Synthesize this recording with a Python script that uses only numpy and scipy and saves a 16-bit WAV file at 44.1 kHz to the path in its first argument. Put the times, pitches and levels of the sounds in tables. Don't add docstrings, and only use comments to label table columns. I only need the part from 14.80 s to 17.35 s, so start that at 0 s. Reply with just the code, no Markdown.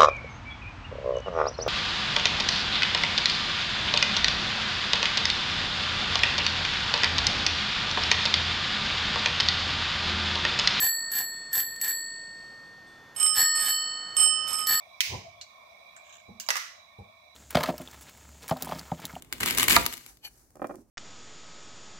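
import sys
import numpy as np
from scipy import signal
from scipy.fft import rfft, irfft, next_fast_len
from scipy.io import wavfile

SR = 44100
rng = np.random.default_rng(int(sys.argv[2]) if len(sys.argv) > 2 else 0)


def file_out(sig):
    cols = np.atleast_2d(sig).T
    lim = np.clip(cols, -1, 1)
    pcm = np.round(lim * 32767).astype(np.int16)
    wavfile.write(sys.argv[1], SR, pcm)


N = 112454
T = np.arange(N) / SR
FREQS = np.fft.rfftfreq(N, 1 / SR)
ROOM_PAN_DB = -4


def from_db(db):
    return 10 ** (np.asarray(db) / 20)


def pan(db):
    gains = from_db([[db / 2], [-db / 2]])
    return gains / np.sqrt(np.mean(gains ** 2))


def unit_power(x):
    return x / np.sqrt(np.mean(x ** 2) + 1e-20)


def unit_energy(x):
    return x / np.sqrt(np.sum(x ** 2, axis=-1, keepdims=True) + 1e-20)


def at_hz(points, hz):
    freqs, values = np.transpose(points)
    return np.interp(np.log(hz + 1e-6), np.log(freqs), values)


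def coloured(x, spectrum):
    size = 2 * next_fast_len(N)
    gain = from_db(at_hz(spectrum, np.fft.rfftfreq(size, 1 / SR)))
    cepstrum = irfft(np.log(gain))
    cepstrum[1:size // 2] *= 2
    cepstrum[size // 2 + 1:] = 0
    return irfft(rfft(x, size) * np.exp(rfft(cepstrum)))[..., :N]


def resonance(x, hz, width_hz):
    r = np.exp(-np.pi * width_hz / SR)
    feedback = [1, -2 * r * np.cos(2 * np.pi * hz / SR), r * r]
    return signal.lfilter(np.array([1, 0, -1]) * (1 - r * r) / 2, feedback, x + 1e-18)


def body(x, modes):
    return sum(from_db(db) * resonance(x, hz, width_hz) for hz, width_hz, db in modes)


def air_noise(coherent_below_hz=430):
    mid, side = rfft(rng.standard_normal((2, N)))
    coherence = np.exp(-(FREQS / coherent_below_hz) ** 2)
    spectrum = np.sqrt(1 + coherence) * mid + np.sqrt(1 - coherence) * side * [[1], [-1]]
    return irfft(spectrum, N) / np.sqrt(2)


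def narrowband(hz, width_hz):
    return unit_power(resonance(resonance(air_noise(), hz, width_hz), hz, width_hz))


def drift(rate_hz):
    return np.interp(T * rate_hz, np.arange(200), rng.standard_normal(200))


def decay(start_s, decay_s):
    return (T >= start_s) * np.exp(-np.maximum(T - start_s, 0) / decay_s)


def swell(middle_s, half_s):
    return np.exp(-((T - middle_s) / half_s) ** 2)


def thump(start_s, hz, t60_s, rise_s):
    age = np.maximum(T - start_s, 0)
    envelope = (1 - np.exp(-age / rise_s)) * np.exp(-np.log(1000) * age / t60_s)
    return envelope * np.sin(2 * np.pi * hz * age)


def room_response(build_s=0.034):
    # f/Hz, T60/s
    reverberation = [(100, 0.4), (700, 0.27), (2000, 0.48), (6500, 0.48), (9500, 0.34), (14000, 0.32)]
    centres, t60s = np.transpose(reverberation)
    noise = rfft(air_noise())
    bands = [irfft(noise * at_hz(np.c_[centres, share], FREQS), N) for share in np.eye(len(centres))]
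    tail = sum(band * from_db(-60 * T / t60) for band, t60 in zip(bands, t60s))
    return pan(ROOM_PAN_DB) * unit_energy(tail * (1 - np.exp(-T / build_s)))


def impact(start_s, pan_db, room, crack_s, echoes_s, echoes_db, room_db):
    lag_s = 0.0002915
    burst = rfft(rng.standard_normal(N) * decay(0, crack_s))
    flattened = irfft(burst / np.sqrt(np.abs(burst) + 1e-9), N)
    crack = unit_energy(flattened * (T < 10 * crack_s))
    direct = np.array([np.interp(T - lag_s, T, crack, left=0), crack])
    echoes = from_db(echoes_db) * unit_energy(air_noise() * decay(0, echoes_s))
    blow = pan(pan_db) * (direct + echoes) + from_db(room_db) * room
    return np.pad(blow, ((0, 0), (int(start_s * SR), 0)))[:, :N]


def room_hum():
    # f/Hz, level/dB
    spectrum = [(25, -102.5), (60, -54), (88, -52), (150, -61), (210, -57), (300, -66), (2000, -110)]
    return coloured(air_noise(), spectrum)


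def gas_jet(flutter_db=2.6):
    # f/Hz, level/dB
    hiss = [(250, -69.5), (500, -72.5), (900, -53), (1600, -69.5), (2650, -59), (3000, -71.5), (4300, -63),
            (8000, -72.5), (13500, -74), (15200, -68.5)]
    # f/Hz, bandwidth/Hz, level/dB, pan/dB, growth/(dB/s)
    modes = [(656, 140, -63, 4, 0), (1082, 164, -63, 0.5, 0.5), (1840, 51, -79, -3.5, 0),
             (2210, 100, -63.5, -19, -1), (2332, 114, -59.5, -10, -1.5), (2313, 42, -63, -27, -3),
             (3380, 132, -72.5, 5, -1.5), (3570, 200, -71, -14, 0.5), (3917, 68, -72, -16, 4),
             (4884, 180, -77.5, -1, -3.5), (5680, 410, -75, -11.5, -1)]
    # t/s, level/dB
    contour = [(0, 3.5), (.45, -0.5), (1.2, 3), (1.5, -0.5), (2.2, -1)]
    out = pan(-3.5) * coloured(air_noise(), hiss)
    for hz, width_hz, db, pan_db, growth_db_per_s in modes:
        note = pan(pan_db) * narrowband(hz, width_hz)
        out += note * from_db(db + growth_db_per_s * T + flutter_db * drift(rate_hz=15))
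    return out * from_db(np.interp(T, *np.transpose(contour)))


def igniter(room):
    # t/s, level/dB, pan/dB
    snaps = [(0.206, 14, -8.5)]
    # f/Hz, level/dB
    spectrum = [(180, -72), (300, -34), (1080, -33), (1400, -14.5), (2150, 1), (3600, -2), (6100, -2),
                (8420, -15), (11000, -11), (13600, -19), (15500, -5.5)]
    # f/Hz, bandwidth/Hz, level/dB
    modes = [(2106, 70, -7), (2276, 240, -0.5), (3063, 59, 2.5), (3910, 57, -2.5), (5100, 130, 0),
             (6280, 94, -8.5)]
    contact = dict(crack_s=0.0005, echoes_s=0.0078, echoes_db=3.5, room_db=-2.8)
    blow = sum(from_db(db) * impact(s, pan_db, room, **contact) for s, db, pan_db in snaps)
    snap = coloured(blow, spectrum)
    return from_db(-3) * snap + from_db(-7.5) * body(snap, modes)


def ignition(catch_s=0.3355, rise_s=0.018, fall_s=0.044):
    # f/Hz, level/dB
    spectrum = [(30, -24), (90, 4.5), (170, 0.5), (290, -10.5), (400, -4.5), (620, -7.5), (800, -4),
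                (1050, -0.5), (1300, -35.5), (2600, -66)]
    # centre t/s, half-length/s, level/dB
    flares = [(0.473, 0.028, -48.5)]
    envelope = np.exp(np.minimum((T - catch_s) / rise_s, (catch_s - T) / fall_s))
    flame = from_db(-19) * envelope * coloured(air_noise(), spectrum)
    puff = -from_db(-26) * thump(start_s=0.331, hz=103.4, t60_s=0.11, rise_s=0.01)
    roar = from_db(-45) * swell(middle_s=0.339, half_s=0.0444)
    afterburn = from_db(-61) * swell(middle_s=0.48, half_s=0.13)
    rumble = (roar + afterburn) * narrowband(hz=87, width_hz=53)
    flare = sum(from_db(db) * swell(s, half_s) for s, half_s, db in flares)
    globe = flare * narrowband(hz=679, width_hz=75)
    return flame + puff + rumble + globe


def ticks(room):
    # t/s, level/dB, pan/dB, cutoff f/Hz, knock level/dB, ring f/Hz, ring level/dB, tink level/dB
    taps = [(0.6125, -10, -3.5, 6500, -3, 4200, 18, 14), (1.165, -21, -4.5, 8300, 23, 7620, 13, -3),
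            (1.5994, -2, -4, 15000, -4, 4570, 6.5, 13.5), (1.6642, -16, -25, 10200, -10, 7000, 6, 13)]
    # f/Hz, level/dB
    spectrum = [(300, -30), (1100, -26.5), (1550, -13.5), (2050, -16), (4400, -11.5), (5250, -9.5),
                (5900, -3.5), (7200, -1), (9000, -16), (13500, -13), (15200, -1.5)]
    contact = dict(crack_s=0.0012, echoes_s=0.019, echoes_db=3, room_db=-12.5)
    out = 0
    for s, db, pan_db, cutoff_hz, knock_db, ring_hz, ring_db, tink_db in taps:
        lowpass = signal.butter(2, cutoff_hz, fs=SR, output="sos")
        blow = from_db(db) * signal.sosfilt(lowpass, impact(s, pan_db, room, **contact) + 1e-18)
        modes = [(1560, 220, knock_db), (ring_hz, 430, ring_db), (2844, 106, tink_db)]
        out += blow + body(blow, modes)
    return coloured(out, spectrum)


def scraping(room, grains_per_s=1000, grain_s=0.0027, spread_db=4.5, slip_s=0.004):
    # centre t/s, half-length/s, level/dB
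    strokes = [(1.33, 0.069, -46), (1.641, 0.017, -42.5)]
    # t/s, level/dB
    slips = [(1.3253, -44), (1.3537, -39)]
    # f/Hz, level/dB
    spectrum = [(1100, -36), (1600, 2), (2000, -17), (2800, 1.5), (3900, -5), (4700, -26), (6200, -2.5),
                (7200, 1.5), (8000, -10), (9000, -37), (15000, -21)]
    onsets = rng.random(N) < grains_per_s / SR
    strengths = from_db(spread_db * np.minimum(rng.exponential(1, N), 3))
    grains = signal.lfilter([1], [1, -np.exp(-1 / (grain_s * SR))], onsets * strengths)
    envelope = sum(from_db(db) * swell(s, half_s) for s, half_s, db in strokes)
    rubbing = envelope * unit_power(air_noise() * grains)
    slipping = air_noise() * sum(from_db(db) * decay(s, slip_s) for s, db in slips)
    scrape = pan(-4) * coloured(rubbing + slipping, spectrum)
    return scrape + from_db(-19) * signal.fftconvolve(scrape, room, axes=1)[:, :N]


def footfalls(room):
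    # t/s, level/dB, relative board level/dB, relative thud level/dB
    steps = [(1.483, -4, 17.5, -34), (1.555, -19, 14.5, -43), (2.187, 1, -6, -38.5)]
    # f/Hz, level/dB
    spectrum = [(25, -37), (55, -5), (100, 5.5), (150, -8.5), (200, -0.5), (270, -20.5), (500, -4),
                (620, -28), (820, -2), (1150, -40), (4000, -47)]
    contact = dict(crack_s=0.023, echoes_s=0.027, echoes_db=4, room_db=-8)
    treads, thuds = 0, 0
    for s, db, board_db, thud_db in steps:
        blow = from_db(db) * impact(s, pan_db=-0.37, room=room, **contact)
        treads += blow + from_db(board_db) * resonance(blow, hz=227, width_hz=30)
        thuds += from_db(db + thud_db) * thump(s, hz=105, t60_s=0.06, rise_s=0.0082)
    return coloured(treads, spectrum) + thuds


def clatter(room):
    # t/s, level/dB, pan/dB, knock f/Hz, knock level/dB, clank f/Hz,
    # ring f/Hz, ring level/dB, sparkle level/dB
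    bounces = [(1.688, 3, -6.5, 580, 14.5, 1142, 5030, 17.5, 0.5),
               (1.7045, 7.5, -6, 1310, -1, 1960, 5830, 14, -6),
               (1.7562, 1, -11, 1200, 4, 1990, 6050, -6, -28),
               (1.7668, 1.5, -5, 1220, -3, 2000, 5400, 10.5, -21),
               (1.7703, -4.5, -4, 1180, -10, 1680, 5500, 3, 7.5)]
    # f/Hz, level/dB
    spectrum = [(180, -48.5), (480, -15.5), (900, -6), (1130, -2), (1550, -1.5), (1950, 2), (2380, -3.5),
                (4000, -8), (5200, -14), (6600, -11), (8350, -15.5), (15500, -18.5)]
    contact = dict(crack_s=0.00049, echoes_s=0.0099, echoes_db=2, room_db=-3.5)
    highpass = signal.butter(1, 8200, "high", fs=SR, output="sos")
    out = 0
    for s, db, pan_db, knock_hz, knock_db, clank_hz, ring_hz, ring_db, sparkle_db in bounces:
        blow = from_db(db) * impact(s, pan_db, room, **contact)
        modes = [(knock_hz, 200, knock_db), (clank_hz, 114, -1), (ring_hz, 600, ring_db)]
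        sparkle = pan(1.5) * from_db(sparkle_db) * signal.sosfilt(highpass, blow + 1e-18)
        out += blow + body(blow, modes) + sparkle
    return coloured(out, spectrum) + clatter_ring(bounces)


def clatter_ring(bounces, t60_s=0.24, spread_db=1.5):
    # f/Hz, level/dB
    tones = [(1200, -50), (1647, -50.5), (1873, -61), (1943, -57.5), (2105, -51), (2665, -46), (2939, -54),
             (5620, -70)]
    times, levels_db = np.transpose(bounces)[:2]
    onsets = (times * SR).astype(int)
    shape = (2, len(onsets))
    r = np.exp(-np.log(1000) / (t60_s * SR))
    out = 0
    for hz, db in tones:
        strengths = from_db(levels_db + db + rng.normal(0, spread_db, shape))
        impulses = np.full((2, N), 1e-18)
        impulses[:, onsets] = strengths * rng.choice([-1, 1], shape)
        w = 2 * np.pi * hz / SR
        out += signal.lfilter([0, np.sin(w)], [1, -2 * r * np.cos(w), r * r], impulses)
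    return pan(ROOM_PAN_DB) * out


def scene():
    room = room_response()
    lantern = gas_jet() + igniter(room) + ignition()
    return lantern + ticks(room) + clatter(room) + footfalls(room) + scraping(room) + room_hum()


def record(dry, peak_limit=0.8, cutoff_hz=15600):
    rounded = peak_limit * np.tanh(dry / peak_limit)
    lowpass = signal.ellip(10, 0.2, 70, cutoff_hz, fs=SR, output="sos")
    return signal.sosfilt(lowpass, rounded)


dry = scene()
out = record(dry)
file_out(out)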